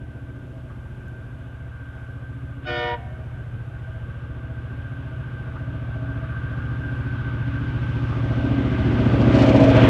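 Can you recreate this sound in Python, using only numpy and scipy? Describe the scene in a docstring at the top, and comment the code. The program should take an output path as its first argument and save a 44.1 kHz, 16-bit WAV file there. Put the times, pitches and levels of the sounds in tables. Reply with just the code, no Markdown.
"""A diesel freight locomotive draws near across open country. At first it is far off: the exhaust chugs
once per shaft turn, a blower whines, wheels roar and clank faintly, and dry grass hisses.
At about 2.7 seconds air blows through the four bells of the horn for one short toot.
Then the train grows louder. In the last second, with the engine close, air spits out in sharp bursts,
the exhaust gives two hard chugs and the roar jumps as the leading wheels draw level."""
import sys
import numpy as np
from scipy import signal
from scipy.fft import rfft, irfft, next_fast_len
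from scipy.io import wavfile
from scipy.ndimage import uniform_filter1d, map_coordinates

SR = 44100
rng = np.random.default_rng(int(sys.argv[2]) if len(sys.argv) > 2 else 0)


def log_audio(samples):
    """Write samples as a 16-bit WAV file to the path given in sys.argv[1]."""
    # one column per channel
    frames = np.atleast_2d(samples).T
    # limit to full scale, then quantise
    limited = np.clip(frames, -1, 1)
    pcm = np.round(limited * 32767).astype(np.int16)
    wavfile.write(sys.argv[1], SR, pcm)


N = 436149
T = np.arange(N) / SR


def amp(db):
    return 10 ** (np.asarray(db) / 20)


def unit(x):
    """Scale x to an average power of 1."""
    return x / np.sqrt(np.mean(np.abs(x) ** 2) + 1e-20)


def ramp(x):
    return np.clip(x, 0, 1)


def along(points, hz):
    """Read between (Hz, value) points, spaced by octaves."""
    f, v = np.transpose(points)
    return np.interp(np.log(hz + 1), np.log(f + 1), v)


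def curves(rows):
    """One value per sample for each column after the time."""
    times, *columns = np.transpose(rows)
    return [np.interp(T, times, column) for column in columns]


def wobble(rate):
    """A random curve that heads for a new value rate times a second."""
    return map_coordinates(rng.standard_normal(int(N * rate / SR) + 4), [T * rate], order=1)


def filtered(x, response):
    """Scale each frequency in x by response(hz)."""
    size = next_fast_len(N + SR // 4)
    return irfft(rfft(x, size) * response(np.fft.rfftfreq(size, 1 / SR)), size)[..., :N]


def noise(response, patchy_db):
    """Shaped noise of power 1, with random louder and softer patches."""
    cells = signal.stft(rng.standard_normal(N), nperseg=512)[2]
    patches = uniform_filter1d(uniform_filter1d(rng.standard_normal(cells.shape), 4, 0), 12, 1)
    patchy = signal.istft(cells * amp(patchy_db * unit(patches)), nperseg=512)[1][:N]
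    return unit(filtered(patchy, response))


def spectrum(points):
    return lambda hz: amp(along(points, hz))


def resonances(rows):
    """A response with one steep peak per row."""
    return lambda hz: np.sqrt(sum(amp(2 * db) / (1 + ((hz - centre) / (width / 2)) ** 2) ** 2
                                  for centre, width, db in rows))


def approach(db, halving_db, loss_db, drift_db):
    """Gain of db at 91.5 m, plus halving_db as the distance halves, less loss_db per extra 100 m."""
    speed_m_s, level_with_us_s, track_m, reference_m = 23.26, 10.12, 16.7, 91.5
    metres = np.hypot(speed_m_s * (level_with_us_s - T), track_m)
    spread_db = halving_db * np.log2(metres / reference_m)
    return amp(db - spread_db - loss_db * (metres - reference_m) / 100 + drift_db * wobble(3))


# The shaft speed we hear sinks as the train turns side-on. Each row: time in seconds, turns per second.
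SHAFT_SPEED = [(0, 14.482), (4.5, 14.48), (5, 14.47), (8.3, 14.464), (9.89, 14.41)]
TURNS = np.cumsum(curves(SHAFT_SPEED)[0]) / SR + .008


def chug(depth, late=.33):
    """A swell once per shaft turn, when the strongest cylinders let out their gas."""
    return 1 + depth * np.cos(2 * np.pi * (TURNS - late))


# The exhaust's tones. Each row: multiple of the shaft speed, relative level in dB.
EXHAUST_TONES = [(1, -44), (2, -32.5), (3, -10.5), (4, -9.5), (5, -3), (6, -6), (7, -9), (8, 2), (9, -1.5),
                 (10, -9), (11, -16.5), (12, -15), (13, -13), (14, -10.5), (15, -7), (16, -11.5), (17, -6),
                 (18, -22.5), (19, -10), (20, -14.5), (21, -12), (22, -13), (23, -28.5), (24, -16.5),
                 (25, -14), (26, -12.5), (27, -35), (28, -47.5), (29, -27), (30, -29), (31, -43),
                 (32, -19.5), (33, -25), (34, -18), (35, -20.5), (36, -26), (37, -20.5), (38, -24),
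                 (39, -20), (40, -35.5), (41, -22.5), (42, -39), (43, -24), (44, -29), (45, -21),
                 (46, -29.5), (47, -21.5), (48, -30.5)]
# Each pitch range of the chug peaks at its own moment. Each row: frequency in Hz, part of a turn.
CHUG_DELAYS = [(65, .5), (80, .66), (108, .38), (123, .18), (137, .45), (175, .1), (280, .33), (640, .35)]


def tones(first, last, shimmer, rate, scatter=0):
    """Multiples first to last of the shaft speed; swirling air shakes the high ones most."""
    multiple, db = np.transpose(EXHAUST_TONES)
    late = np.cumsum(along(CHUG_DELAYS, (multiple - .5) * SHAFT_SPEED[0][1]))
    out = np.zeros(N)
    for j in range(first - 1, last):
        # uneven cylinders spread the chug over the turn
        angle = 2 * np.pi * (multiple[j] * TURNS - late[j] + late[7] + scatter * rng.standard_normal())
        shake = shimmer * np.sqrt(multiple[j] / 8)
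        tone = (1 + shake * wobble(rate)) * np.cos(angle) + shake * wobble(rate) * np.sin(angle)
        out += amp(db[j]) * tone / np.sqrt(1 + shake ** 2)
    return unit(out)


# Rushing exhaust gas. Each row: frequency in Hz, relative level in dB.
GAS_SPECTRUM = [(15, -50), (25, -25), (123, -14), (143, -14.5), (189, -23), (282, -21), (421, -27),
                (639, -25.5), (712, -28.5), (1000, -35.5), (1300, -57), (2200, -120)]
# The ground dulls the exhaust's middle pitches until it is close.
# Each row: time in seconds, level in dB of the lower growl, level in dB of the higher bark.
MIDDLE_LEVELS = [(0, -48.5, -56.5), (1.2, -49.5, -57.5), (1.7, -55, -57), (2.4, -51, -58),
                 (3.2, -50, -55.5), (4.04, -50, -56), (4.6, -46, -54), (5.3, -47, -55.5),
                 (6.03, -44.5, -51), (7.2, -39.5, -52), (7.7, -39.5, -50.5), (8.1, -36, -45.5),
                 (8.46, -28.5, -39), (8.85, -27, -40.5), (9.3, -19.5, -28), (9.55, -20, -24),
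                 (9.89, -20.5, -23)]
# Two notes swell and fade in the moving air. Each row: time in seconds, drone in dB, pipe ring in dB.
NOTE_LEVELS = [(0, -49.5, -73), (.61, -52.5, -52), (1, -68, -62), (1.4, -51.5, -59), (1.6, -59, -66),
               (1.9, -50.5, -64), (2.3, -50.5, -68), (2.75, -45.5, -62), (3.2, -73, -52), (3.5, -48, -66.5),
               (3.9, -72, -51.5), (4.25, -69, -67), (4.52, -79, -48.5), (4.85, -54, -66), (5, -44.5, -60),
               (5.15, -57, -52), (5.37, -75, -60), (5.56, -45, -51), (5.85, -47, -60), (6.03, -38.5, -52.5),
               (6.27, -51, -47), (6.35, -54.5, -62), (7.1, -36, -55.5), (7.6, -43, -56), (8.1, -42.5, -59),
               (8.42, -26.5, -36), (8.63, -30.5, -56), (8.85, -40, -34), (9.05, -28.5, -55),
               (9.3, -28, -46), (9.37, -22, -20), (9.56, -22, -24), (9.71, -19, -20), (9.77, -21.5, -27.5),
               (9.89, -21.5, -30)]
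# The exhaust pipe's ring. The row: pitch in Hz, width in Hz, relative level in dB.
PIPE_RESONANCE = [(645, 45, 0)]


def exhaust():
    """Puffs of gas make tones and noise in four pitch ranges, and set the exhaust pipe ringing."""
    growl_db, bark_db = curves(MIDDLE_LEVELS)
    drone_db, ring_db = curves(NOTE_LEVELS)
    far = 1 - .049 * T  # sound shimmers more over a long path
    gas = noise(spectrum(GAS_SPECTRUM), patchy_db=2.5) * chug(depth=.017)
    bands_hz = ((0, 105), (105, 185), (185, 410), (410, 1100))
    deep, low, mid, high = (unit(filtered(gas, lambda hz: (hz >= lo) & (hz < hi))) for lo, hi in bands_hz)
    rumble = tones(2, 7, shimmer=.28 * far, rate=2.5) + amp(-8) * deep
    thud = tones(8, 12, shimmer=.18 * far, rate=3) + amp(-12.5) * low
    growl = tones(13, 28, shimmer=.06 + .36 * far, rate=5, scatter=.15) + amp(4 * far - 6) * mid
    bark = tones(29, 48, shimmer=.69 * far, rate=6, scatter=.16)
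    bark += amp(5 * far - 4) * high * chug(depth=.34 - .24 * far)
    drone = tones(19, 19, shimmer=.05 + .5 * far, rate=12) * chug(depth=.4)  # the pipe favours this tone
    pipe = tones(44, 44, shimmer=.05 + .6 * far, rate=9) + far * tones(45, 45, shimmer=.4, rate=9)
    pipe += amp(-11) * noise(resonances(PIPE_RESONANCE), patchy_db=1.5)
    ring = unit(pipe * chug(depth=1.2 - 1.1 * far, late=.64 - .45 * far))
    bass = rumble * approach(-34, halving_db=4.5, loss_db=0, drift_db=0)
    bass += thud * approach(-30, halving_db=6, loss_db=1, drift_db=1)
    return bass + amp(growl_db) * growl + amp(drone_db) * drone + amp(bark_db) * bark + amp(ring_db) * ring


def flare_db():
    """The hiss flares up briefly near the end, throbbing with the engine."""
    start_s, rise_s, fall_s = 9.28, .11, .12
    since = T - start_s
    swell = ramp(since / rise_s) * np.exp(-ramp(since - rise_s) / fall_s)
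    return swell * (7 + 2 * (chug(depth=.52) - 1))


# Wheels rolling on rails. Each row: frequency in Hz, relative level in dB.
ROAR_SPECTRUM = [(500, -60), (800, 3.5), (1500, -4), (2000, -2.5), (3000, -4.5), (3600, -10.5), (4200, -24),
                 (6000, -43.5), (9000, -54.5)]
# The wheels' ringing notes. Each row: pitch in Hz, width in Hz, relative level in dB.
WHEEL_RESONANCES = [(1134, 100, 3.5), (1206, 70, 6), (1316, 65, 1.5)]
# The blower's fuzzy whine. Each row: pitch in Hz, width in Hz, relative level in dB.
BLOWER_RESONANCES = [(1450, 55, -6.5), (1556, 50, -5), (1530, 200, -9), (1620, 70, -11)]
# The blower beams its sound forward, so it grows little once the train is near.
# Each row: time in seconds, the blower's base level in dB, wheel ring in dB.
BLOWER_AND_WHEEL_LEVELS = [(0, -55.5, -72), (.23, -53.5, -61), (.61, -56.5, -61.5), (1.21, -51, -59.5),
                           (1.51, -53, -60), (1.92, -48.5, -59), (2.4, -51.5, -57.5), (3.3, -52, -59.5),
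                           (4.3, -48.5, -54.5), (4.8, -48.5, -58.5), (5.32, -46.5, -52), (5.9, -46.5, -52),
                           (6.35, -41, -48), (7.87, -41.5, -49.5), (8.1, -44, -44.5), (8.6, -41.5, -47),
                           (8.98, -38.5, -44.5), (9.35, -36.5, -36.5), (9.7, -37, -40), (9.78, -30, -30),
                           (9.89, -37.5, -36)]


def wheels_and_blower():
    """Rolling wheels roar and ring, while the blower's blades sing a thin note over a fuzzy whine."""
    blower_db, ring_db = curves(BLOWER_AND_WHEEL_LEVELS)
    jump_db = 3.5 * ramp((T - 9.71) / .07)  # the leading wheels draw level
    roar = noise(spectrum(ROAR_SPECTRUM), patchy_db=.8) * chug(depth=.023)
    roar *= amp(.67 * flare_db() + jump_db)
    ring = amp(ring_db) * noise(resonances(WHEEL_RESONANCES), patchy_db=1.5)
    whine = amp(blower_db - 2) * noise(resonances(BLOWER_RESONANCES), patchy_db=.6)
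    blade_hz = 1557 + 13 * wobble(5)
    angle = 2 * np.pi * np.cumsum(blade_hz) / SR
    note = unit((1 + .7 * wobble(38)) * np.cos(angle) + .7 * wobble(38) * np.sin(angle))
    note *= amp(blower_db - 4 - 14 * ramp(T - 8.6))  # fades from 8.6 seconds
    # the loss is below zero because the rails carry the sound ahead
    roar *= approach(-50.5, halving_db=10.6, loss_db=-4.5, drift_db=.5)
    return roar + ring + whine + note


# The horn's bells. Each row: pitch in Hz, base level in dB, start in seconds, stop in seconds.
HORN_BELLS = [(348.8, -38, 2.668, 2.945), (477.7, -34.5, 2.685, 2.95), (603, -31.5, 2.665, 2.945),
              (733.6, -34.5, 2.655, 2.945)]
# Tones early in the toot, one list per bell. Each row: multiple of the pitch, added level in dB.
EARLY_TONES = [
    [(1, 2), (2, -4), (3, -10), (4, -2), (5, -8), (6, -16.5), (7, -26), (8, -16.5), (9, -11.5)],
    [(1, 3.5), (2, -11), (3, -6), (4, -7.5), (5, -16), (6, -21), (7, -10), (8, -29), (9, -39), (10, -29)],
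    [(1, 1.5), (2, -9.5), (3, -5), (4, -7.5), (5, -13), (6, -28), (7, -37), (8, -24), (9, -30), (10, -47)],
    [(1, 1), (2, 3.5), (3, -7), (4, -4.5), (5, -9), (6, -18), (7, -24), (8, -44), (9, -43)],
]
# The same columns late in the toot, when the path through the air has shifted.
LATE_TONES = [
    [(1, 0), (2, -14.5), (3, -11.5), (4, -3), (5, -9.5), (6, -16.5), (7, -14.5), (8, -19), (9, -14.5)],
    [(1, 5.5), (2, 9.5), (3, -7.5), (4, 0), (5, -18.5), (6, -24), (7, -7.5), (8, -22), (9, -39), (10, -35)],
    [(1, -1.5), (2, -8.5), (3, -3), (4, -13), (5, -14), (6, -17.5), (7, -39), (8, -35), (9, -35), (10, -48)],
    [(1, 4.5), (2, -5), (3, -3), (4, -8.5), (5, -14), (6, -31), (7, -34), (8, -47), (9, -43)],
]
# Air hissing through the bells. Each row: frequency in Hz, relative level in dB.
BREATH_SPECTRUM = [(400, -30), (1000, -5), (2000, 0), (3300, 0), (4200, -16), (5400, -24), (5700, -40),
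                   (7300, -40), (7800, -120)]


def horn():
    """Air sounds four bells; each starts a little high in pitch, settles and sags as it stops."""
    out = np.zeros(N)
    later = ramp((T - 2.72) / .2)
    for (hz, db, start, stop), early, late in zip(HORN_BELLS, EARLY_TONES, LATE_TONES):
        since_stop = ramp(T - stop)
        air = ramp((T - start) / .032 + .5) ** 2 * amp(-60 * since_stop / .1)
        air *= 1 - .35 * ramp((T - stop) / .06 + 1)  # eases just before the stop
        pitch = hz * (1 + .012 * np.exp(-ramp(T - start) / .052) - .0087 * (T > stop))
        angle = 2 * np.pi * np.cumsum(pitch) / SR
        for (k, early_db), (_, late_db) in zip(early, late):
            level_db = db + early_db + (late_db - early_db) * later + (1.6 + .25 * k) * wobble(18)
            jitter = .065 * k * wobble(45) + .045 * k * wobble(260)
            out += air ** (.7 + .2 * k) * amp(level_db) * np.sin(k * angle + jitter)
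        leak = ramp((T - start) / .07 + .65) * amp(-60 * since_stop / .24)  # leads and trails the note
        out += leak * amp(db - 17 - 4 * later) * noise(spectrum(BREATH_SPECTRUM), patchy_db=1.5)
    rasp = filtered(out ** 2, lambda hz: hz > 300)  # the loud chord overdrives the air
    return out + 1.6 * rasp


def tree_echo(sound):
    """Far trees send back a soft tail, its pitch blurred by stirring leaves."""
    t = T[:SR]
    tails = rng.standard_normal((2, len(t))) * amp(-60 * t / 1.5) * ramp(t / .06)
    stir = np.cumsum(220 * wobble(50)) / SR
    echoes = signal.fftconvolve(sound[None], tails / np.linalg.norm(tails[0]), axes=1)[:, :N]
    blurred = echoes[0] * np.cos(stir) + echoes[1] * np.sin(stir)
    return amp(-17) * filtered(
        blurred, lambda hz: .7 / (1 + ((hz - 2000) / 1100) ** 2) + 1.3 / (1 + ((hz - 720) / 110) ** 2))


# Faint clanks early on, then two hard exhaust chugs as the engine comes close.
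# Each row: start in seconds, relative level in dB.
SHORT_KNOCKS = [(0.562, -48), (0.698, -40), (5.555, -32.5), (8.361, -37), (8.978, -34), (9.352, -25),
                (9.421, -22)]


def knocks():
    """Each knock is a short burst of noise, strongest near 1300 Hz."""
    out, t = np.zeros(N), T[:SR // 10]
    for start, db in SHORT_KNOCKS:
        envelope = amp(db - 60 * t / .11) * (1 - np.exp(-t / .005))
        out[round(start * SR):][:len(t)] += envelope * rng.standard_normal(len(t))
    return amp(15) * filtered(out, lambda hz: 1 / (1 + ((hz - 1300) / 300) ** 2))


# Spits of air. Each row: start in seconds, level in dB that the fade starts from.
AIR_SPITS = [(9.212, -37), (9.3497, -33), (9.385, -32.5), (9.419, -29), (9.4594, -33.5), (9.4878, -31.5),
             (9.56, -32), (9.6004, -33.5), (9.6365, -31.5), (9.6794, -41), (9.6994, -36), (9.763, -36.5)]
# Their bright hiss. Each row: frequency in Hz, relative level in dB.
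SPIT_SPECTRUM = [(1500, -30), (2500, 0), (4000, -3), (6000, -9), (9000, -25), (11000, -52)]


def air_spits():
    """Close up, air escapes in sharp bursts as the cylinders empty."""
    rise_s, fade_s = .004, .068
    level = np.zeros(N)
    for start, db in AIR_SPITS:
        t = ramp(T - start)
        level += amp(db - 60 * t / fade_s) * (1 - np.exp(-t / rise_s))
    return level * noise(spectrum(SPIT_SPECTRUM), patchy_db=1.2)


# The hiss of cooling air. Each row: frequency in Hz, relative level in dB.
COOLING_SPECTRUM = [(2500, -39), (4000, 0.5), (6000, -9), (8000, -18.5), (10000, -25.5), (11000, -49.5),
                    (12000, -120)]


def cooling_air():
    """Rushing air pulses with the engine, more deeply as it nears."""
    rush = noise(spectrum(COOLING_SPECTRUM), patchy_db=.8) * chug(depth=.014 * T) * amp(flare_db())
    return rush * approach(-72.5, halving_db=8.5, loss_db=6.7, drift_db=.5)


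# The hiss of grass. Each row: frequency in Hz, relative level in dB.
GRASS_SPECTRUM = [(1500, -20), (4000, 0), (7000, -3), (10000, -4), (12700, -6)]
# A dry stalk snaps. The row: start in seconds, level in dB.
STALK_SNAPS = [(1.0832, -47)]


def grass():
    """Dry grass hisses in light gusts, and one stalk snaps."""
    out = amp(-71.8 + .7 * wobble(4)) * noise(spectrum(GRASS_SPECTRUM), patchy_db=.3)
    t = T[:200]
    for start, db in STALK_SNAPS:
        out[round(start * SR):][:len(t)] += amp(db - 60 * t / .0025) * rng.standard_normal(len(t))
    return out


def scene():
    """The train, its horn and the grass in one channel."""
    train = exhaust() + wheels_and_blower() + cooling_air() + air_spits() + knocks()
    toot = horn()
    return (train + toot + tree_echo(toot) + grass())[None]


def record(dry):
    """Round off the tallest peaks, thin the deepest bass and cut the highest treble."""
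    ceiling, bass_hz, top_hz = .95, 36, 12750
    rounded = dry / (1 + np.abs(dry / ceiling) ** 6) ** (1 / 6)
    return filtered(rounded, lambda hz: (hz < top_hz) / np.sqrt(1 + (bass_hz / (hz + 1)) ** 6))


dry = scene()
out = record(dry)
log_audio(out)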